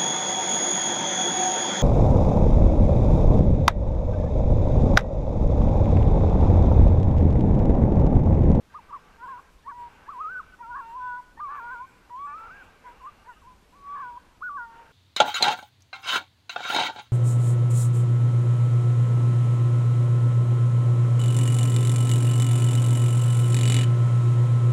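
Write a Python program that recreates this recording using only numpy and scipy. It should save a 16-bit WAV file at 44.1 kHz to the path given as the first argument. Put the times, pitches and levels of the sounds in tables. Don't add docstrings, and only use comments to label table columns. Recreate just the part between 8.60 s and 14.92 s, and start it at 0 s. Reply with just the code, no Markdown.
import sys
import numpy as np
from scipy import signal
from scipy.io import wavfile
from scipy.ndimage import uniform_filter1d

SR = 44100
rng = np.random.default_rng(int(sys.argv[2]) if len(sys.argv) > 2 else 0)


def decibels_to_gain(level_db):
    exponent = np.asarray(level_db, float) / 20
    return 10 ** exponent


def unload_wav(signal):
    wavfile.write(
        sys.argv[1],
        SR,
        np.round(np.clip(np.atleast_2d(signal).T, -1, 1) * 32767).astype(np.int16),
    )


N = 278712
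T = np.arange(N) / SR

# t/s, pitch f/Hz, effort level/dB
YIPS = [
    [(.143, 928, -48.5), (.148, 1063, -41), (.158, 1228, -46), (.167, 1237, -45.5), (.177, 1208, -49.5),
     (.185, 1065, -58)],
    [(.192, 990, -41.5), (.199, 890, -54), (.205, 845, -51), (.212, 815, -68)],
    [(.288, 1177, -65), (.301, 1188, -54), (.313, 958, -44), (.323, 936, -48), (.329, 1147, -41),
     (.34, 1167, -41.5), (.351, 1164, -40.5), (.367, 1040, -40.5), (.378, 952, -53)],
    [(4.243, 963, -55), (4.261, 1013, -44.5), (4.287, 959, -45), (4.319, 956, -51), (4.335, 1008, -61)],
    [(4.4, 1169, -61), (4.418, 1007, -48.5), (4.432, 984, -51), (4.44, 1048, -45), (4.46, 1050, -40.5),
     (4.472, 1205, -45), (4.494, 1184, -49.5)],
    [(4.656, 890, -61), (4.667, 905, -52), (4.683, 998, -47), (4.695, 997, -42.5), (4.727, 907, -54.5)],
    [(4.822, 1125, -59), (4.836, 932, -60), (4.848, 931, -54.5), (4.866, 965, -53), (4.876, 1040, -48.5),
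     (4.9, 992, -52.5), (4.915, 1025, -53.5), (4.934, 1005, -55.5)],
]
WARBLES = [
    [(.584, 918, -58), (.6, 924, -52), (.612, 928, -49), (.638, 1014, -39.5), (.652, 1022, -40.5),
     (.662, 945, -43.5), (.674, 942, -41), (.684, 1084, -40), (.691, 1127, -41.5)],
    [(.703, 1051, -40), (.72, 1068, -40), (.731, 1004, -39.5), (.746, 973, -42), (.778, 978, -44.5),
     (.79, 1110, -50), (.798, 1099, -46.5)],
    [(1.991, 939, -57), (2.0, 928, -50), (2.012, 967, -38), (2.022, 970, -41.5), (2.037, 924, -46.5),
     (2.058, 900, -45), (2.086, 946, -43), (2.108, 989, -37.5)],
    [(2.138, 942, -41.5), (2.149, 995, -37.5), (2.163, 1146, -37.5), (2.178, 1069, -38),
     (2.19, 1123, -40.5), (2.201, 1105, -36.5), (2.214, 932, -42)],
    [(2.986, 1099, -38.5), (2.997, 1036, -40), (3.005, 922, -44), (3.02, 923, -44.5), (3.049, 957, -39.5),
     (3.098, 954, -43)],
    [(3.105, 972, -42), (3.12, 1041, -40), (3.136, 1022, -40), (3.16, 938, -44), (3.185, 947, -45),
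     (3.213, 998, -36.5), (3.23, 1042, -40.5), (3.252, 1070, -46), (3.26, 1060, -59)],
    [(3.773, 1308, -44.5), (3.864, 1360, -46.5), (3.872, 1446, -46.5), (3.887, 1292, -51),
     (3.899, 1282, -51), (3.911, 1484, -45), (3.957, 1640, -49.5), (3.997, 1605, -51), (4.027, 1454, -47.5)],
]
YELPS = [
    [(1.04, 833, -74), (1.053, 920, -57), (1.069, 935, -42.5), (1.081, 1093, -37), (1.097, 1158, -41),
     (1.107, 1140, -45)],
    [(1.463, 798, -68), (1.479, 881, -48), (1.493, 1130, -36.5), (1.501, 1166, -45), (1.508, 1330, -43),
     (1.515, 1298, -49.5)],
    [(1.541, 1040, -44), (1.563, 983, -40.5), (1.581, 960, -40), (1.591, 1052, -38), (1.599, 1070, -39)],
    [(1.613, 1244, -36.5), (1.631, 1297, -39.5), (1.638, 1237, -42.5), (1.651, 1240, -37),
     (1.681, 1293, -37), (1.702, 1452, -38.5)],
    [(1.72, 1533, -37), (1.744, 1527, -38), (1.758, 1490, -34), (1.79, 1489, -35.5), (1.802, 1230, -40.5),
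     (1.814, 1039, -48.5)],
    [(2.773, 884, -66), (2.776, 887, -43), (2.784, 919, -58.5), (2.798, 956, -38)],
    [(2.803, 1168, -41), (2.813, 1211, -41.5), (2.84, 1197, -39.5), (2.882, 1072, -38.5),
     (2.888, 1048, -36.5), (2.894, 1104, -39), (2.928, 1179, -42.5), (2.975, 1149, -43.5)],
    [(5.812, 1036, -56), (5.818, 1040, -43.5), (5.827, 1254, -37.5), (5.831, 1404, -37), (5.837, 1467, -34),
     (5.871, 1483, -33.5), (5.889, 1410, -34.5), (5.897, 1181, -41.5)],
    [(5.912, 1151, -40), (5.93, 1148, -42.5), (5.946, 1149, -41.5), (5.969, 1132, -35.5),
     (5.977, 1075, -37.5)],
]
HOWLS = [
    [(1.123, 936, -40.5), (1.135, 947, -45), (1.151, 978, -46.5), (1.19, 967, -41.5), (1.223, 961, -38.5),
     (1.28, 946, -44)],
    [(2.232, 911, -46), (2.31, 920, -42.5), (2.345, 955, -39.5), (2.368, 1033, -36.5), (2.4, 999, -37),
     (2.47, 996.5, -34), (2.55, 972, -38.5), (2.578, 997.6, -37.5), (2.603, 983, -38), (2.613, 975, -60)],
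    [(3.506, 955, -44.5), (3.55, 988, -38), (3.6, 1124, -41), (3.663, 1160, -39), (3.671, 1116, -40),
     (3.682, 1157, -42), (3.721, 1154, -43.5), (3.737, 1197, -44)],
    [(5.126, 980, -61), (5.138, 992, -57), (5.162, 1150, -61), (5.2, 1124, -59.5), (5.28, 1134, -43),
     (5.31, 1143, -41), (5.352, 1157, -39), (5.39, 1078, -40), (5.409, 1166, -39.5)],
    [(5.429, 1040, -37.5), (5.455, 983, -40), (5.5, 971, -40.5), (5.545, 952, -44.5), (5.563, 966, -43.5),
     (5.577, 1005, -37), (5.586, 992, -58)],
    [(5.989, 993, -41), (6.003, 961, -40), (6.06, 922.5, -46.5), (6.138, 914, -52.5), (6.208, 934, -48.5),
     (6.256, 906, -60.5), (6.3, 890, -63)],
]
# start t/s, end t/s, flutter rate f/Hz, swing f/Hz
FLUTTERS = [
    (.327, 0.352, 108, 88),
    (2.166, 2.192, 117, 80),
    (2.905, 2.98, 96.2, 35),
    (3.771, 3.869, 61.8, 26),
    (5.355, 5.398, 58, -56),
]
# start t/s, peak t/s, end t/s, peak level/dB
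DOUBLED = [(.595, .64, .676, -47), (.672, .69, .71, -49), (.7, .735, .776, -50),
           (1.095, 1.118, 1.13, -49.5), (2.022, 2.042, 2.08, -45), (2.07, 2.088, 2.106, -56),
           (2.1, 2.14, 2.171, -40), (2.16, 2.184, 2.2, -50), (2.19, 2.208, 2.262, -46.5),
           (2.394, 2.43, 2.5, -46), (2.42, 2.54, 2.59, -38), (2.885, 2.895, 2.975, -57),
           (2.965, 3.015, 3.07, -42.5), (3.04, 3.11, 3.19, -38.5), (3.14, 3.195, 3.228, -46),
           (4.26, 4.268, 4.284, -53), (4.686, 4.698, 4.73, -49), (5.35, 5.375, 5.425, -51),
           (5.416, 5.44, 5.507, -43.5), (5.97, 5.997, 6.061, -36.5), (6.08, 6.16, 6.23, -59)]
# start t/s, end t/s, level/dB
OCTAVE = [(.59, .64, -66), (1.036, 1.075, -63), (1.08, 1.11, -65.5), (1.11, 1.25, -68),
          (1.463, 1.478, -53.5), (1.56, 1.62, -71), (1.99, 2.05, -65), (2.22, 2.34, -67),
          (2.47, 2.61, -70.5), (4.255, 4.29, -64), (2.773, 2.798, -52.5), (2.843, 2.88, -63.5),
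          (2.9, 2.99, -65), (3.01, 3.11, -66.5), (3.5, 3.54, -65.5), (3.59, 3.67, -64), (3.695, 3.75, -61),
          (3.77, 3.87, -67.5), (.355, .39, -66), (4.655, 4.745, -65.5), (5.27, 5.45, -74),
          (6.0, 6.08, -62.5), (6.1, 6.21, -67.5), (2.805, 2.812, -66.5)]
TWELFTH = [(2.04, 2.08, -70), (2.22, 2.33, -66), (3.55, 3.65, -72), (5.28, 5.36, -76)]
# start t/s, end t/s, level/dB
FIVE_HALVES = [(2.02, 2.05, -65), (2.16, 2.31, -72), (2.38, 2.45, -75)]
SEVEN_HALVES = [(2.41, 2.59, -73.5)]
EIGHT_HALVES = [(2.24, 2.34, -80)]
NINE_HALVES = [(2.42, 2.56, -79)]
# start t/s, end t/s, level/dB
QUARTERS = [(2.885, 2.915, -54), (2.915, 2.97, -58), (3.668, 3.738, -52)]
THIRDS = [(3.803, 3.88, -54)]
# start t/s, end t/s, rasp level/dB against the tone
RASPS = [(.775, .81, -2.5), (1.085, 1.12, -13.5), (.33, .35, -20), (2.165, 2.19, -9), (2.796, 2.803, -8),
         (2.91, 2.98, -5.5), (3.78, 3.93, -32), (4.44, 4.5, -20), (5.345, 5.42, -17), (6.07, 6.25, -22)]
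# t/s, peak level/dB
POPS = [(1.99, -48), (0.13, -54), (2.776, -43), (5.808, -46), (3.497, -43), (1.064, -45), (4.402, -60),
        (4.66, -61)]
# delay t/s, level/dB
ECHO = [(0.012, -36), (.04, -40.5), (.1, -47.5), (0.143, -36), (.158, -40.5), (.165, -50.5), (.3, -52)]
# delay t/s, level/dB
RIDGE = (0.152, -23.5)
# start t/s, full from t/s, full to t/s, end t/s, level/dB
MURMUR = [(0.074, 0.13, 0.62, .57, -63), (0.444, 0.682, .7, 0.99, -59), (1.131, 1.2, 1.73, 2.08, -61.5),
          (1.992, 2.149, 2.36, 2.87, -65), (2.764, 2.902, 3.16, 3.3, -61), (3.44, 3.81, 4.03, 4.5, -60.5),
          (4.151, 4.267, 4.3, 4.6, -59), (4.378, 4.428, 4.43, 5, -62), (4.6, 4.679, 4.38, 5.14, -61.5),
          (5.073, 5.341, 5.4, 5.66, -62), (6.06, 6.152, 6.27, 6.52, -60.5), (3.252, 3.331, 3.47, 3.66, -67),
          (5.501, 5.599, 5.65, 5.8, -68), (3.701, 3.79, 4.04, 4.1, -59)]
# f/Hz, level/dB (per Hz)
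MURMUR_TONE = [(250, 0), (600, -0.5), (760, 2.5), (1640, 10.5), (1720, 8.5), (2800, 0), (3400, -7),
               (8000, -26)]
# f/Hz, width f/Hz, level/dB
MURMUR_PEAKS = [(450, 100, 10), (830, 90, 5), (1550, 60, 6), (2310, 50, 6), (2750, 120, 3)]
# start t/s, end t/s, start f/Hz, end f/Hz,
# level/dB
FAR = [(.102, .138, 1600, 1530, -61), (5.315, 5.35, 1480, 1500, -58), (3.97, 4.0, 2640, 2640, -66),
       (.135, .143, 1560, 1680, -57), (.815, .9, 1600, 1600, -65), (.39, .58, 1570, 1580, -68),
       (1.363, 1.6, 1510, 1500, -65), (3.75, 3.86, 2304, 2300, -66), (3.88, 4.06, 2310, 2300, -66),
       (4.049, 4.298, 1580, 1570, -65), (4.758, 4.784, 1250, 1260, -57), (4.755, 4.785, 1540, 1570, -63),
       (1.826, 1.84, 1240, 1260, -58), (1.812, 1.848, 1545, 1535, -57), (1.915, 1.948, 1515, 1495, -52),
       (2.989, 3.25, 2285, 2346, -70), (2.33, 2.52, 2740, 2735, -72), (5.274, 5.52, 2297, 2270, -69),
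       (6.129, 6.22, 2773, 2794, -71), (3.17, 3.22, 3420, 3520, -74)]
# start t/s, end t/s, middle f/Hz, width f/Hz, level/dB
HAZE = [(1.22, 1.98, 2700, 490, -72.5), (2.94, 3.37, 2310, 290, -66.5), (3.9, 4.1, 2600, 360, -65.5),
        (4.34, 4.65, 2750, 250, -69.5), (4.7, 4.81, 2800, 300, -68), (5.26, 5.5, 2100, 680, -70),
        (5.3, 5.65, 3000, 860, -74), (1.7, 1.95, 2400, 230, -73), (0.16, 0.99, 2400, 460, -80)]
# middle t/s, level/dB
CHIRPS = [(0.679, -77), (.81, -78.5), (0.939, -79), (1.201, -76), (1.319, -80.5), (1.551, -77),
          (1.79, -77.5), (1.96, -82), (2.2, -79), (2.31, -77.5), (2.609, -80), (3.14, -78.5), (3.291, -79),
          (3.37, -82.5), (3.66, -77), (3.8, -79), (4.04, -77), (4.29, -79), (4.45, -78), (4.72, -79),
          (4.83, -80.5), (5.119, -81.5)]
# start t/s, end t/s, f/Hz, level/dB, octave level/dB
SQUEAKS = [
    (2.95, 3.02, 6645, -83, -76),
    (3.04, 3.09, 8000, -80, -95),
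    (5.82, 5.89, 6655, -80, -76),
]
# middle t/s, length t/s, level/dB
GUSTS = [(0.295, 0.038, -65), (.5, .02, -56), (0.952, 0.036, -60), (1.2, .05, -64), (1.86, .04, -55),
         (2.13, 0.028, -54), (2.418, .04, -60), (2.779, 0.027, -61), (4.36, 0.057, -58.5),
         (4.899, 0.098, -62), (5.2, .04, -58), (6.2, 0.047, -62)]
# f/Hz, level/dB (per Hz)
AIR = [(10, -4), (28, 5), (60, -6.5), (85, -9.5), (250, -11.5), (600, -18.5), (1500, -24), (3000, -26.5),
       (6000, -32), (10000, -38), (14000, -40.5), (15300, -48)]
# f/Hz, share
KEPT = [(12600, 1), (12900, .72), (14000, .7), (14250, .45), (14900, .33), (15100, .07), (15300, .02)]

LEGATO_S = .05
ATTACK_S, ATTACK_DB, SCOOP = 0.01316, -35, .04
RELEASE_S, RELEASE_DB, SAG = .016, -37, .06
THROAT_HZ, THROAT_WIDTH_HZ, THROAT_DB = 1211, 179, 7
LOCK_ENDS_DB, LOCK_BEND, LOCK_SHUT_DB = -16, 3.0, -200
MURMUR_REST_DB, MURMUR_LOW_DB = -74.5, 5
AIR_DB = -58.5


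def voice():
    shimmer, shake = rng.standard_normal((N, 2)).T
    turns = 2 * np.pi * np.cumsum(pitch()) / SR

    def line(count, order=1):
        return np.sqrt(2) * np.cos(turns * count / order)

    s, meant_hz, db = sung()
    off_throat = (np.interp(T, s, meant_hz) - THROAT_HZ) / THROAT_WIDTH_HZ
    throat_db = THROAT_DB / (1 + (2 * off_throat) ** 2)
    effort = decibels_to_gain(uniform_filter1d(np.interp(T, s, db) + throat_db, size=90))
    effort *= decibels_to_gain(0.25 * np.tanh(evened(band(shimmer, 12.0, 100))))
    tone = effort * line(count=1)

    doubled = line(count=3, order=2) + decibels_to_gain(-33.5) * line(count=1, order=2)
    doubled *= swells(DOUBLED, LOCK_ENDS_DB, LOCK_BEND, LOCK_SHUT_DB)

    quarters = line(count=3, order=4) + decibels_to_gain(0.5) * line(count=5, order=4)
    quarters += decibels_to_gain(-4) * line(count=6, order=4) + decibels_to_gain(-15) * line(count=9, order=4)
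    quarters *= spans(QUARTERS, edge=0.013)

    throb = 1 + .8 * np.sin(2 * np.pi * 55 * T)
    thirds = throb * (line(count=2, order=3) + decibels_to_gain(-25) * line(count=1, order=3))
    thirds *= spans(THIRDS)

    rasp = spans(RASPS) * evened(band(shake, 130, 480) + 2.2 * band(shake, 75, 125))
    shaken = band(band(rasp * (tone + doubled), 800, 1800), 760, 1900)

    upper = spans(OCTAVE, edge=0.013) * line(count=2)
    upper += spans(TWELFTH) * line(count=3)
    upper += spans(FIVE_HALVES) * line(count=5, order=2)
    upper += spans(SEVEN_HALVES) * line(count=7, order=2)
    upper += spans(EIGHT_HALVES) * line(count=4)
    upper += spans(NINE_HALVES) * line(count=9, order=2)
    upper *= decibels_to_gain(1.5 * evened(band(shimmer, 15, 90))) + 2 * rasp
    return tone + doubled + upper + quarters + thirds + shaken


def pitch():
    s, hz, _ = sung()
    waver = 1 + 0.0039 * evened(band(rng.standard_normal(N), 9.0, 75))
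    flutter = np.zeros(N)
    for a, b, rate, swing in FLUTTERS:
        flutter += swing * spans([(a, b, 0)], edge=0.005) * np.sin(2 * np.pi * rate * (T - a))
    return uniform_filter1d(np.interp(T, s, hz), size=150) * waver + flutter


def sung():
    notes = sorted(YIPS + WARBLES + YELPS + HOWLS)
    rows = [row for note in notes for row in note]
    ends = [s for note in notes for s in (note[0][0], note[-1][0])]
    gaps = np.diff([-9] + ends + [99])[::2]
    for note, before, after in zip(notes, gaps, gaps[1:]):
        (a, a_hz, a_db), (b, b_hz, b_db) = note[0], note[-1]
        if before > LEGATO_S:
            rows += [(a - ATTACK_S * k, a_hz * (1 - SCOOP), a_db + ATTACK_DB * k ** 2) for k in (1, 2)]
        if after > LEGATO_S:
            rows += [(b + RELEASE_S * k, b_hz * (1 - SAG), b_db + RELEASE_DB * k ** 2) for k in (1, 2)]
    return np.transpose(sorted(rows))


def swells(rows, ends_db, bend, shut_db=0):
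    power = np.zeros(N)
    for a, peak, b, db in rows:
        rising = (peak - T) / max(peak - a, 1e-3)
        falling = (T - peak) / max(b - peak, 1e-3)
        away = np.where(T < peak, rising, falling)
        level_db = db + ends_db * np.minimum(away, 9) ** bend + shut_db * np.maximum(away - 1, 0)
        power += decibels_to_gain(2 * level_db)
    return np.sqrt(power)


def pops():
    snaps, t = np.zeros(N), T[:400]
    for s, db in POPS:
        snaps[round(s * SR)] = decibels_to_gain(db)
    ring = np.sin(2 * np.pi * 1150 * t) * decibels_to_gain(-60 * t / 0.017)
    return signal.oaconvolve(snaps, ring)[:N]


def slopes(x):
    taps, drift = rng.standard_normal(SR // 3), rng.standard_normal(N)
    delay, db = np.transpose(ECHO)
    tail = taps * decibels_to_gain(np.interp(T[:len(taps)], delay, db, left=-99, right=-99) - 21.0)
    back = signal.oaconvolve(x, tail)[:N]
    back *= decibels_to_gain(3 * np.tanh(.8 * evened(band(drift, 12, 80))))
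    ridge = decibels_to_gain(RIDGE[1]) * np.interp(T - RIDGE[0], T, x)
    return decibels_to_gain(2.0) * band(back, 790, 1460) + band(decibels_to_gain(4.5) * back + ridge, 1453, 1620)


def pack():
    murmur = noise(MURMUR_TONE, patchy_db=1.4, peaks=MURMUR_PEAKS)
    low = band(murmur, 320, 1590) * (decibels_to_gain(MURMUR_LOW_DB) - 1)
    answers_db = []
    for *times, db in MURMUR:
        answers_db.append(np.interp(T, times, [MURMUR_REST_DB, db, db, MURMUR_REST_DB]))
    level_db = np.max(answers_db, axis=0)
    return (murmur + low) * decibels_to_gain(level_db) / np.std(band(murmur, 1620, 3600))


def far_tones():
    out = np.zeros(N)
    flicker = evened(band(rng.standard_normal(N), 10, 70))
    blur_hz = 9 * flicker[::-1]
    for a, b, start_hz, end_hz, db in FAR:
        hz = np.interp(T, [a, b], [start_hz, end_hz]) + blur_hz
        out += spans([(a, b, db)], edge=0.016) * np.sin(2 * np.pi * np.cumsum(hz) / SR)
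    return out * decibels_to_gain(2.2 * flicker)


def haze():
    hiss = rng.standard_normal(N)
    out = np.zeros(N)
    for a, b, hz, width, db in HAZE:
        out += spans([(a, b, db)], edge=.08) * evened(band(hiss, hz - width / 2, hz + width / 2))
    return out


def chirps():
    puffs = sum(decibels_to_gain(db) * np.exp(-.5 * ((T - s) / .026) ** 2) for s, db in CHIRPS)
    narrow, wide = rng.standard_normal((N, 2)).T
    out = puffs * (evened(band(narrow, 7200, 8000)) + decibels_to_gain(-1.5) * evened(band(wide, 9000, 15000)))
    for a, b, hz, db, octave_db in SQUEAKS:
        turns = 2 * np.pi * (hz * T + 400 * (T - a) ** 2)
        turns += .3 * np.sin(2 * np.pi * 45 * T)
        out += spans([(a, b, db)]) * np.sin(turns)
        out += spans([(a, b, octave_db)]) * np.sin(2 * turns)
    return out


def gusts():
    puffs = sum(decibels_to_gain(db) * np.exp(-.5 * ((T - s) / length) ** 2) for s, length, db in GUSTS)
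    return puffs * evened(band(rng.standard_normal(N), 22, 62))


def still_air():
    return decibels_to_gain(AIR_DB) * evened(noise(AIR, patchy_db=0.93))


def noise(tone, patchy_db, peaks=()):
    bins_hz = np.fft.rfftfreq(1024, 1 / SR)
    a, b, patches = rng.standard_normal((N // 256 + 5, 513, 3)).T
    patches = uniform_filter1d(patches, size=10, axis=0)
    patches = evened(uniform_filter1d(patches, size=14, axis=1))
    f, db = np.transpose(tone)
    colour_db = np.interp(np.log(bins_hz + 1), np.log(f), db, right=-90)
    for hz, width, peak_db in peaks:
        colour_db += peak_db / (1 + (2 * (bins_hz - hz) / width) ** 2)
    spectra = (a + 1j * b) * decibels_to_gain(colour_db[:, None] + patchy_db * patches)
    return signal.istft(spectra, nperseg=1024, noverlap=768)[1][:N]


def evened(x):
    return x / np.sqrt(np.mean(x ** 2) + 1e-20)


def band(x, lo_hz, hi_hz):
    return signal.sosfilt(signal.butter(3, [lo_hz, hi_hz], "bandpass", fs=SR, output="sos"), x)


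def spans(rows, edge=0.027):
    gain = np.zeros(N)
    for a, b, db in rows:
        corners = [a - edge / 2, a + edge / 2, b - edge / 2, b + edge / 2]
        gain += decibels_to_gain(db) * np.interp(T, corners, [0, 1, 1, 0])
    return gain


def scene():
    caller = voice() + pops()
    distant = slopes(caller) + pack() + far_tones() + haze()
    return (caller + distant + chirps() + gusts() + still_air())[None]


def starved(x):
    hz, _, z = signal.stft(x, SR, nperseg=2048, noverlap=1024)
    share = np.interp(hz, *np.transpose(KEPT))[:, None]
    luck = np.repeat(rng.random((z.shape[2], 205)).T, 5, axis=0)
    usual = np.median(abs(z), axis=2, keepdims=True)
    strong = uniform_filter1d(abs(z), size=9, axis=1) > 2.5 * usual
    z = z * ((luck < share) | strong) / np.maximum(share, .3) ** .5
    return signal.istft(z, SR, nperseg=2048, noverlap=1024)[1][:, :N]


def band_limit(x):
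    return signal.sosfilt(signal.butter(12, 15260, fs=SR, output="sos"), x)


def record(dry):
    mix = starved(dry)
    return band_limit(mix)


dry = scene()
out = record(dry)
unload_wav(out)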